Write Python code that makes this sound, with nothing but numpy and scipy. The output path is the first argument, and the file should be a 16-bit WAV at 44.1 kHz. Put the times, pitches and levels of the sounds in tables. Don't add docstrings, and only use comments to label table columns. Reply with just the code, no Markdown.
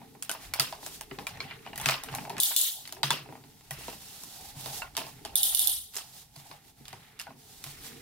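import sys
import numpy as np
from scipy import signal
from scipy.fft import rfft, irfft, next_fast_len
from scipy.io import wavfile
from scipy.ndimage import uniform_filter1d

SR = 44100
rng = np.random.default_rng(int(sys.argv[2]) if len(sys.argv) > 2 else 0)


def amplitude_ratio(level_db):
    exponent = np.asarray(level_db, float) / 20
    return 10 ** exponent


def master_out(mix):
    frames = np.transpose(np.atleast_2d(mix))
    ceiling = np.clip(frames, -1, 1)
    pcm = np.round(ceiling * 32767).astype(np.int16)
    wavfile.write(sys.argv[1], SR, pcm)


N = 353241
ECHO_S = .0075


def evened(x):
    return x / np.sqrt(np.mean(x ** 2) + 1e-20)


def read(points, hz):
    f, value = np.transpose(points)
    return np.interp(np.log(hz + 1), np.log(f + 1), value)


def add(mix, s, sound):
    part = mix[..., round(s * SR):][..., :sound.shape[-1]]
    part += sound[..., :part.shape[-1]]


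def echoed(x, delay_s, db):
    return amplitude_ratio(db) * np.roll(x, round(delay_s * SR), 1)


def side_gain(left_minus_right_db):
    return amplitude_ratio(np.array([[.5], [-.5]]) * left_minus_right_db)


# (frequency [Hz], likeness [0 to 1])
LIKENESS = [(60, 0.96), (150, 0.93), (300, 0.52), (700, 0.67), (1300, 0.28), (2500, 0.54), (6000, 0.025),
            (12000, 0.023)]


def noise(spectrum, patchy_db, n_samples, size=512):
    hop = size // 2
    hz = np.fft.rfftfreq(size, 1 / SR)
    a, b, c, d, patches = rng.standard_normal((n_samples // hop + 5, len(hz), 5)).T
    patches = uniform_filter1d(patches, size=6, axis=0)
    patches = evened(uniform_filter1d(patches, size=4, axis=1))
    same = np.clip(read(LIKENESS, hz), -1, 1)[:, None]
    left = a + 1j * b
    right = same * left + np.sqrt(1 - same ** 2) * (c + 1j * d)
    z = np.array([left, right]) * amplitude_ratio(read(spectrum, hz)[:, None] + patchy_db * patches)
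    return evened(signal.istft(z, nperseg=size, noverlap=size - hop)[1][:, :n_samples])


def strokes(rows, rise, fall, rest_db):
    t = np.arange(N) / SR
    power = amplitude_ratio(2 * rest_db)
    for s, hold, db in rows:
        before, after = np.maximum(s - t, 0), np.maximum(t - s - hold, 0)
        power = power + amplitude_ratio(2 * (db - rise * before - fall * after))
    return np.sqrt(power)


def ring(lo_hz, hi_hz, t60):
    t = np.arange(int(t60 * 1.2 * SR)) / SR
    count = int(np.clip((hi_hz - lo_hz) / 150, 5, 36))
    place, size, phase, turn = rng.random((4, 50, 1))[:, :count]
    hz = lo_hz + (hi_hz - lo_hz) * (np.arange(count)[:, None] + place) / count
    turn = (turn - .5) * 2.4 * (1 - np.clip(read(LIKENESS, hz), 0, 1))
    onset = 1 - np.exp(-t / (.0003 + .15 / lo_hz))
    fade = amplitude_ratio(-60 * t / (t60 * (.7 + .6 * size))) * onset
    both = [(fade * np.sin(2 * np.pi * (hz * t + phase) + side * turn)).sum(0) for side in (1, -1)]
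    return np.array(both) / np.abs(both).max()


def room_tail(power, parts, diffuse, swell_s):
    out = np.zeros((2, N))
    size = next_fast_len(N)
    hz = np.fft.rfftfreq(size, 1 / SR)
    for impulses, (lo, hi, _, t60) in zip(power, parts):
        dying = signal.lfilter([1], [1, -amplitude_ratio(-60 / t60 / SR) ** 2], impulses)
        swelling = signal.lfilter([1], [1, -np.exp(-1 / (swell_s * SR))], impulses)
        band = [(max(.78 * lo, lo - 1500), -30), (lo, 0), (hi, -3), (min(1.4 * hi, hi + 1700), -30)]
        tail = irfft(diffuse * amplitude_ratio(read(band, hz)), size)[:, :N]
        out += np.sqrt(abs(dying - swelling)) * evened(tail)
    return out


def strikes(rows, parts, diffuse, db, room_db, echo_db, swell_s=0.0077, bounce_db=-80, far_db=-18):
    out, power = np.zeros((2, N)), np.zeros((len(parts), N))
    for s, peak_db, *shares_db in rows:
        blow_db = db + peak_db + .5 * max(peak_db + 26.5, 0)
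        side = side_gain(sum(shares_db[len(parts):]))
        for k, (lo, hi, t60, _) in enumerate(parts):
            part_db = blow_db + shares_db[k]
            add(out, s, amplitude_ratio(part_db) * side * ring(lo, hi, t60))
            power[k, round((s + .004) * SR)] += amplitude_ratio(2 * (part_db + room_db))
    out += echoed(out, .0017, bounce_db)
    out += echoed(out, ECHO_S, echo_db) + echoed(out, .0243, far_db)
    return out + room_tail(power, parts, diffuse, swell_s)


# (middle [s], half length [s], dip [dB], above 0 no drop)
LULLS = [(.12, 0.1, -1.5), (0.497, 0.034, -2.5), (1.084, .03, 4), (3.012, .02, -4), (3.26, .05, 3),
         (3.53, 0.11, -1), (4.9, .04, 17), (5.202, 0.029, 1), (5.904, .04, -6), (6.286, 0.086, -3.5),
         (6.624, 0.043, -4.5), (6.738, 0.032, -5.5), (7.166, 0.068, -5), (7.326, 0.043, -9)]


def lulls():
    t = np.arange(N) / SR
    return amplitude_ratio(sum(np.minimum(db, 0) * np.exp(-((t - s) / half) ** 4) for s, half, db in LULLS))


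# (frequency [Hz], level [dB per Hz])
AIR = [(12, -47), (20, -30), (135, 14), (492, -16.5), (863, 4), (1280, -45), (3140, -34), (12800, -8.5),
       (15200, -19), (16500, -9)]


def still_air():
    return amplitude_ratio(-61.5) * lulls() * noise(AIR, 0.23, N, size=1024)


# (time [s], level [dB])
LOAD = [(0, -57.5), (.45, -62), (.7, -50), (1.0, -60.5), (1.55, -55), (2.2, -50), (2.45, -50.5),
        (2.76, -70.5), (3.1, -50.5), (3.52, -60.5), (3.8, -65.5), (4.25, -65.5), (5.1, -58.5), (5.4, -58),
        (5.78, -59), (5.95, -74.5), (7.6, -63), (8.0, -57.5)]
# (frequency [Hz], level [dB per Hz])
RUMBLE = [(20, -31), (50, -11), (86, -20.5), (136, -0.5), (151, -6.5), (183, -13.5), (274, -5.5),
          (329, -16.5), (375, -11), (450, -10), (580, -48), (990, -120)]


def rumble():
    load_db = np.interp(np.arange(N) / SR, *np.transpose(LOAD))
    return amplitude_ratio(2.0 + load_db) * noise(RUMBLE, 4.4, N, size=2048)


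# (start [s], hold [s], level [dB])
SWAYS = [
    (.5, .25, -54.5),
    (1.1, 0.34, -57.5),
    (1.9, 0.076, -51),
    (3.05, 0.2, -63),
    (3.7, 0.23, -56),
    (4.5, 0.79, -64),
    (5.25, 0.074, -60),
    (5.38, 0.36, -45),
    (6.8, 0.14, -64),
    (7.55, 0.41, -63),
]
# (frequency [Hz], level [dB per Hz])
SWAY = [(12, -37), (22, -9), (70, -3.5), (110, -6.5), (200, -58)]


def sway():
    return strokes(SWAYS, 120, 88, -72) * noise(SWAY, 4.5, N, size=4096)


# (start [s], hold [s], level [dB])
SLIDES = [(0, 0.056, -59.5), (5.98, 0.033, -59), (.44, 0.21, -57), (1.3, 0.23, -55.5), (1.8, .06, -53),
          (2.13, 0.2, -48), (2.45, 0.02, -38.5), (2.76, 0.022, -53.5), (3.07, 0.11, -50),
          (4.38, 0.093, -54), (4.57, 0.17, -54.5), (4.72, 0.13, -52), (5.1, 0.036, -67), (5.4, 0.32, -40.5),
          (6.07, 0.026, -64.5), (6.5, 0.047, -57), (6.86, 0.12, -66.5), (7.68, .03, -83)]
# (rise [dB/s], fall [dB/s], rest level [dB])
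SLIDE_SHAPE = (125, 310, -69)
# (frequency [Hz], level [dB per Hz])
SLIDE = [(150, -24), (250, -30), (414, -19), (451, -19), (795, 18), (915, 10), (1030, -85), (1600, -7),
         (2080, -54), (3520, -120)]


def slides():
    return strokes(SLIDES, *SLIDE_SHAPE) * noise(SLIDE, 3.0, N)


# (start [s], hold [s], level [dB])
DRAGS = [(0, 0.077, -63.5), (.42, 0.099, -54.5), (1.3, 0.15, -53.5), (1.49, 0.056, -49),
         (1.65, 0.045, -54.5), (1.84, 0.052, -40), (1.95, 0.19, -48.5), (2.41, 0.08, -38.5),
         (2.58, 0.1, -41.5), (3.76, 0.15, -53.5), (4.45, .25, -63), (5.0, 0.26, -62.5), (5.41, 0.33, -41),
         (6.39, 0.23, -64), (6.65, 0.06, -75), (7.19, 0.024, -62), (6.9, 0.29, -60), (7.66, 0.41, -55.5)]
# (rise [dB/s], fall [dB/s], rest level [dB])
DRAG_SHAPE = (270, 250, -69.5)
# (frequency [Hz], level [dB per Hz])
DRAG = [(760, -11.5), (1300, -2), (1630, -5.5), (1910, 1), (2320, -1.5), (2670, -3.5), (4200, -7),
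        (5460, -24), (9240, -120)]


def drags():
    return strokes(DRAGS, *DRAG_SHAPE) * noise(DRAG, 2.6, N, size=256)


# (start [s], hold [s], level [dB])
SINGS = [
    (1.46, 0.064, -66),
    (3.76, .18, -54.5),
    (4.03, 0.13, -65),
    (6.65, 0.044, -73),
]
# (frequency [Hz], level [dB per Hz])
SING = [(1500, -40), (1900, -9), (2000, -9), (2250, -37), (2620, -5), (2780, -1), (3200, -17), (4500, -48)]


def sings():
    return strokes(SINGS, 200, 300, -90) * noise(SING, 3.4, N)


# (start [s], hold [s], level [dB])
RUBS = [(.43, 0.037, -48), (.66, 0.044, -36.5), (.85, 0.025, -43.5), (.93, 0.03, -45.5), (1.84, .04, -45),
        (2.12, 0.13, -49.5), (2.78, 0.082, -53), (0.05, 0.13, -67), (1.1, 0.63, -64), (3.34, 0.042, -72),
        (5.15, 0.34, -60), (3.8, 0.15, -46.5), (4.02, 0.48, -47.5), (4.6, 0.099, -43), (4.74, 0.042, -37.5),
        (5.06, 0.027, -47.5), (5.94, 0.061, -46), (6.17, 0.05, -48.5), (6.37, 0.026, -53),
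        (6.47, 0.037, -54), (6.65, .06, -59), (6.78, 0.04, -74), (6.9, 0.17, -77), (7.4, 0.063, -59),
        (7.26, 0.085, -72), (3.45, 0.48, -63), (6.04, 0.11, -54), (6.57, 0.038, -67), (7.12, 0.035, -66),
        (2.97, 0.026, -59), (7.5, 0.36, -53), (7.67, 0.038, -47), (7.85, 0.028, -44.5), (7.93, 0.098, -54)]
# (rise [dB/s], fall [dB/s], rest level [dB])
RUB_SHAPE = (226, 246, -61.5)
# (frequency [Hz], level [dB per Hz])
GLOVE = [(2350, -18.5), (3670, -11), (4400, -11.5), (5300, -11), (6300, -12.5), (14700, -14.5),
         (16200, -18), (16500, -54)]


def rubs():
    return strokes(RUBS, *RUB_SHAPE) * noise(GLOVE, 0.52, N, size=256)


def friction_grain():
    slips = amplitude_ratio(0.61 * rng.exponential(1, N)) * (rng.random(N) < 300 / SR)
    return evened(9.0 + signal.lfilter([1], [1, -np.exp(-1 / (0.0085 * SR))], slips))


def hands():
    friction = rubs() + drags() + sings() + slides()
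    return friction_grain() * lulls() * friction + rumble() + sway()


# (time [s], strength [dB], boom of the table top [dB])
THUDS = [(0.294, -35, -29), (0.595, -23, 3), (1.116, -46.5, 6), (1.182, -35, -12.5), (1.402, -38.5, -8),
         (1.669, -44, -35), (1.863, -23, 2.5), (2.122, -42, -5), (2.299, -48, -14), (2.375, -40, -21),
         (3.038, -26, 5), (3.107, -22, -3), (3.288, -40, -7), (3.713, -50, 11.5), (3.782, -45, -20),
         (3.881, -38, -32), (4.566, -69.5, 30), (4.661, -43, -1.5), (4.979, -30, -8.5), (5.25, -42.5, -18),
         (6.371, -64, 20), (6.5, -48, -2), (6.805, -55, 3), (6.93, -49, -4), (7.289, -47, -0.5),
         (7.659, -66.5, 22.5)]
# (lowest [Hz], highest [Hz], own t60 [s], room t60 [s])
TABLE = [
    (130, 148, .22, .36),
    (190, 500, .08, .33),
]


def thuds(diffuse):
    rows = [(s, db, boom, 0) for s, db, boom in THUDS]
    return strikes(rows, TABLE, diffuse, db=-2.0, room_db=-9.5, echo_db=-8.0, far_db=-80)


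# (time [s], strength [dB], hollow shell [dB], edge tick [dB])
CLACKS = [(0.537, -15, -26, -6.5), (0.863, -29.5, -14.5, -4), (1.01, -29.5, -19, -4.5),
          (1.187, -27.5, -11.5, -18), (1.268, -21, -19, -7), (1.403, -22, -26, -15.5),
          (1.777, -28, -19, -1.5), (1.799, -30, -23, -8), (1.845, -40, -19, -3), (1.858, -5, -25.5, -9.5),
          (1.887, -3.5, -25, -12.5), (1.909, -14, -33, -8), (2.036, -27, -15, -2.5), (2.127, -34, -11, -18),
          (2.149, -24.5, -30, -1.5), (2.3, -33, -11, -15), (2.515, -19, -24, -30), (2.367, -29, -33, -15),
          (2.381, -24.5, -30, -8.5), (3.105, -5, -23, -11), (3.438, -44.5, -16, -27),
          (3.609, -46, -21, -10), (3.708, -25.5, -14, -3), (6.513, -33.5, -15, -31),
          (6.929, -32, -14, -11.5), (7.1968, -30.5, -31, -5.5), (7.203, -30.5, -32, -16),
          (7.664, -38.5, -16, -10)]
# (time [s], strength [dB], hollow shell [dB], edge tick [dB])
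FLEXES = [(0.314, -20.5, -45, -3), (1.113, -29, -19, -41), (1.373, -34.5, -13, -14),
          (1.51, -29, -20.5, -38), (1.663, -31, -12.5, -24), (1.732, -31, -16.5, -33),
          (1.813, -28.5, -16, -2), (1.896, -10, -15.5, -20), (1.921, -11, -23, -28), (2.086, -26, -29, -28),
          (2.184, -24, -23.5, -27), (2.251, -29.5, -14, -22), (2.39, -51, -19, -18),
          (2.967, -34.5, -16, -35), (4.819, -22.5, -17.5, -21), (5.971, -32.5, -13, 12.5),
          (7.268, -36, -13, -30)]
# (time [s], strength [dB], hollow shell [dB], edge tick [dB])
CLICKS = [(0.224, -25, -32, 2), (0.294, -17.5, -16.5, -5.5), (0.597, -4.5, -24.5, -4),
          (1.674, -44, -3, -30), (1.758, -32.5, -25, -5), (1.94, -16, -23, -16), (2.296, -32, -28, -4.5),
          (2.892, -34.5, -25, -20), (2.853, -33, -40, -24), (2.875, -38, -26, -1.5),
          (2.924, -30.5, -20, -3), (3.031, -6, -25, -12), (4.235, -39, -18, 2.5), (4.659, -26, -15, -6.5),
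          (4.951, -34, -24, -15), (4.967, -17, -21.5, -3.5), (4.977, -16.5, -16.5, -8.5),
          (5.25, -25, -18.5, -9.5), (5.937, -40, -34, -8), (5.944, -35, -61, -8), (5.955, -35.5, -26, 2),
          (5.965, -22.5, -30, -4), (5.984, -26.5, -19, -4.5), (6.362, -40.5, -16, -5),
          (6.399, -46, -13, -8), (6.854, -37, -34, -10), (6.881, -33, -27, -7), (7.191, -33.5, -36, -10),
          (7.2085, -33.5, -29, -9), (7.2143, -31, -33, -7), (4.562, -56, -4, -25), (7.64, -30.5, -26, -4.5)]
# (panel [dB], small plate [dB])
CLACK_DB = (-13.5, -12)
FLEX_DB = (-13.5, -19)
CLICK_DB = (-16, -9.5)
# (time [s], strength [dB], hardness [dB])
KNOCKS = [(0.016, -41, -8), (0.15, -40, -12), (0.35, -27.5, -8), (0.557, -25.5, -6), (0.589, -23, -8),
          (0.725, -25, 2), (0.83, -38.5, -2), (2.139, -29.5, -4), (2.155, -27, -3), (2.205, -44, -10),
          (2.225, -44, -8), (2.272, -40, -1), (2.301, -29, -0.5), (2.33, -38, -5), (2.345, -38, -12),
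          (2.388, -32.5, -3.5), (2.508, -26, -4), (3.81, -43, -2), (3.93, -42.5, 1.5), (4.56, -63, -4),
          (3.259, -33, -13), (3.288, -34, -12), (3.324, -38, -3), (3.353, -36.5, -5.5), (3.881, -35, 3),
          (5.016, -24.5, -7), (5.066, -42, 4), (7.276, -39.5, -7), (7.305, -39, -7.5)]
# (shell [dB], panel [dB], plate [dB], edge [dB])
KNOCK_DB = (-5.5, -11.5, -12.5, -23)
# (shell, panel, plate, edge) [dB per dB of hardness]
HARDNESS = (0.64, 0.48, 2, 4)


def blows():
    rows = []
    for table, body in ((CLACKS, CLACK_DB), (FLEXES, FLEX_DB), (CLICKS, CLICK_DB)):
        rows += [(s, db, shell, *body, edge - 2.5) for s, db, shell, edge in table]
    for s, db, hard in KNOCKS:
        rows.append((s, db, *np.add(KNOCK_DB, np.multiply(hard, HARDNESS))))
    tops = [5 + 1.68 * min(row[-1], -3.5) for row in rows]
    return [(*row, top, top - 5.0) for row, top in zip(rows, tops)]


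# (lowest [Hz], highest [Hz], own t60 [s], room t60 [s])
PARTS = [
    (600, 1050, .04, .24),
    (1050, 2700, .019, .22),
    (2700, 5300, .015, .2),
    (5300, 9000, .012, .12),
    (9000, 13000, .010, .065),
    (13000, 16500, .008, .05),
]


def panels(diffuse):
    return strikes(blows(), PARTS, diffuse, db=8.5, room_db=-19.0, echo_db=-10.0)


# (time [s], strength [dB], low note [Hz], high note [Hz], high note [dB])
NOTES = [(0.2239, -52, 1660, 4790, 2), (0.2941, -21.5, 1500, 3000, 3.5), (0.5372, -21, 2280, 4450, 1),
         (0.596, -14.5, 1300, 4660, 14), (1.0089, -37.5, 860, 2930, -3), (1.1114, -32.5, 2050, 2970, -2),
         (1.1859, -44, 895, 2480, 9), (1.2675, -23, 2370, 3890, -4), (1.4032, -24, 2320, 4170, 0),
         (1.51, -38, 2350, 4270, -1), (1.6622, -47, 890, 2560, 9), (1.6727, -36.5, 2370, 2950, 0),
         (1.731, -38, 2430, 2800, 3), (1.7604, -37, 1910, 4600, 0), (1.78, -30, 1910, 4600, -3),
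         (1.7988, -34, 890, 3400, 2), (1.811, -40, 902, 2880, 3), (1.8581, -18.5, 2120, 2610, 10),
         (1.8866, -13, 2060, 2530, 2.5), (2.0354, -30, 1870, 3730, -4), (2.087, -33, 2335, 2900, -3),
         (2.1484, -35, 920, 4070, 8), (2.1843, -30, 890, 3050, -9), (2.8754, -39, 2100, 4500, 5),
         (2.924, -49, 970, 4440, 10), (3.0315, -16, 930, 3770, 7), (3.1039, -10.5, 946, 3480, 4.5),
         (3.709, -29, 1920, 3170, -2), (4.8202, -35, 1060, 2730, 10.5), (4.9666, -37, 885, 3670, 23),
         (5.25, -35, 845, 3130, -5), (5.9644, -33, 2040, 5270, 12), (6.359, -49, 880, 4580, 10),
         (6.513, -36.5, 1110, 4070, -8), (6.9326, -38, 2420, 2540, -4), (7.197, -31.5, 2730, 5080, 0),
         (7.6415, -41, 2060, 4300, 5)]
# (low t60 [s], high t60 [s])
NOTE_T60 = (0.039, 0.038)
# (time [s], strength [dB], low note [Hz], high note [Hz], high note [dB])
BODY = [
    (1.114, -35, 272, 392, 1),
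    (1.126, -35, 408, 332, -13),
    (1.405, -35, 2330, 4200, -6),
    (1.5, -42, 2340, 2930, 6),
    (3.883, -38, 480, 1310, -4),
    (4.821, -37, 1075, 1430, 5),
    (5.961, -41, 400, 1310, -2),
    (6.81, -43, 244, 420, -12),
    (7.268, -38.5, 803, 1480, -4),
    (7.204, -50, 2620, 5000, 0),
]
# (low t60 [s], high t60 [s])
BODY_T60 = (0.093, 0.12)


def notes():
    out = np.zeros((2, N))
    spread = 0.035
    for rows, t60s in ((NOTES, NOTE_T60), (BODY, BODY_T60)):
        for s, db, low_hz, high_hz, high_db in rows:
            blow_db = -4 + db + .5 * max(db + 30.5, 0)
            for hz, share_db, t60 in zip((low_hz, high_hz), (0, high_db), t60s):
                cluster = ring(hz * (1 - spread), hz * (1 + spread), t60)
                add(out, s, amplitude_ratio(blow_db + share_db) * cluster)
    return out + echoed(out, ECHO_S, -39.0)


# (time [s], strength [dB], left minus right [dB])
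HIP_SNAPS = [
    (2.4003, -14.5, 2),
    (2.4324, -14.5, 1),
    (2.563, -12.5, 4),
    (2.6132, -17.5, 3),
]
# (pawl [dB], housing [dB], tooth [dB], tooth edge [dB], spring [dB])
HIP_DB = (-6.5, 4, 6.5, -12, 0.5)
# (lowest [Hz], highest [Hz], own t60 [s], room t60 [s])
HIP_PAWL = [
    (3480, 3890, 0.012, 0.31),
    (2940, 20000, 0.013, 0.31),
    (6810, 18000, 0.0085, 0.2),
    (14100, 21000, .012, 0.17),
    (9940, 15300, .009, .22),
]
# (time [s], strength [dB], left minus right [dB])
LEG_SNAPS = [
    (5.3553, -10.5, -3.5),
    (5.4307, -10, -4.5),
    (5.5472, -12.5, -6.5),
    (5.5925, -11, -7.5),
    (5.6716, -11, -13),
]
# (pawl [dB], housing [dB], tooth [dB], tooth edge [dB])
LEG_DB = (-11.5, -1.5, 1.5, -5.5)
# (lowest [Hz], highest [Hz], own t60 [s], room t60 [s])
LEG_PAWL = [
    (3480, 3870, 0.014, 0.28),
    (2960, 18000, 0.0083, 0.29),
    (8930, 12600, 0.0073, 0.25),
    (12800, 15500, 0.0066, 0.2),
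]


def ratchet_snaps(diffuse):
    out = np.zeros((2, N))
    for snaps, joint, parts in ((HIP_SNAPS, HIP_DB, HIP_PAWL), (LEG_SNAPS, LEG_DB, LEG_PAWL)):
        rows = [(s, db, *joint, pan) for s, db, pan in snaps]
        out += strikes(rows, parts, diffuse, db=12.5, room_db=-16, echo_db=-9.0,
                       swell_s=0.013, bounce_db=-3, far_db=-13.5)
    return out


# (time [s], left minus right [dB])
LEAN = [(0, -1.5), (3, 0.5), (4.5, -3.5), (8, -2.5)]


def leaned(toy):
    side = side_gain(np.interp(np.arange(N) / SR, *np.transpose(LEAN)))
    low = signal.sosfiltfilt(signal.butter(2, 2500, fs=SR, output="sos"), toy)
    return toy + (side - 1) * (toy - low)


def scene():
    diffuse = rfft(noise([(20, 0), (20000, 0)], 2.5, N, size=256), next_fast_len(N))
    toy = hands() + thuds(diffuse) + panels(diffuse) + notes()
    return still_air() + leaned(toy) + ratchet_snaps(diffuse)


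def gain_control(x):
    power_db = 10 * np.log10(abs(uniform_filter1d((x ** 2).mean(0), size=130)) + 1e-12)
    fall = np.arange(N) * 150 / SR
    held_db = np.maximum.accumulate(power_db + fall) - fall
    over_db = np.maximum(held_db + 32, 0)
    x = x / amplitude_ratio(.5 * uniform_filter1d(over_db, size=90, origin=-42))
    jump_db = np.maximum(np.roll(over_db, -66) - np.roll(over_db, 40), 0)
    x = x / amplitude_ratio(.8 * uniform_filter1d(jump_db, size=30))
    return .68 * np.tanh(x / .68)


def band_limit(x):
    out = 0
    for hz, share in ((15740, .96), (16500, .04)):
        out = out + share * signal.sosfilt(signal.ellip(9, .3, 70, hz, fs=SR, output="sos"), x)
    return out


def top_cut(x):
    return signal.sosfilt(signal.butter(12, 16810, fs=SR, output="sos"), x)


def record(dry):
    ports = np.array([dry[0], np.roll(dry[1], 2)])
    mix = band_limit(gain_control(ports))
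    return top_cut(mix)


dry = scene()
out = record(dry)
master_out(out)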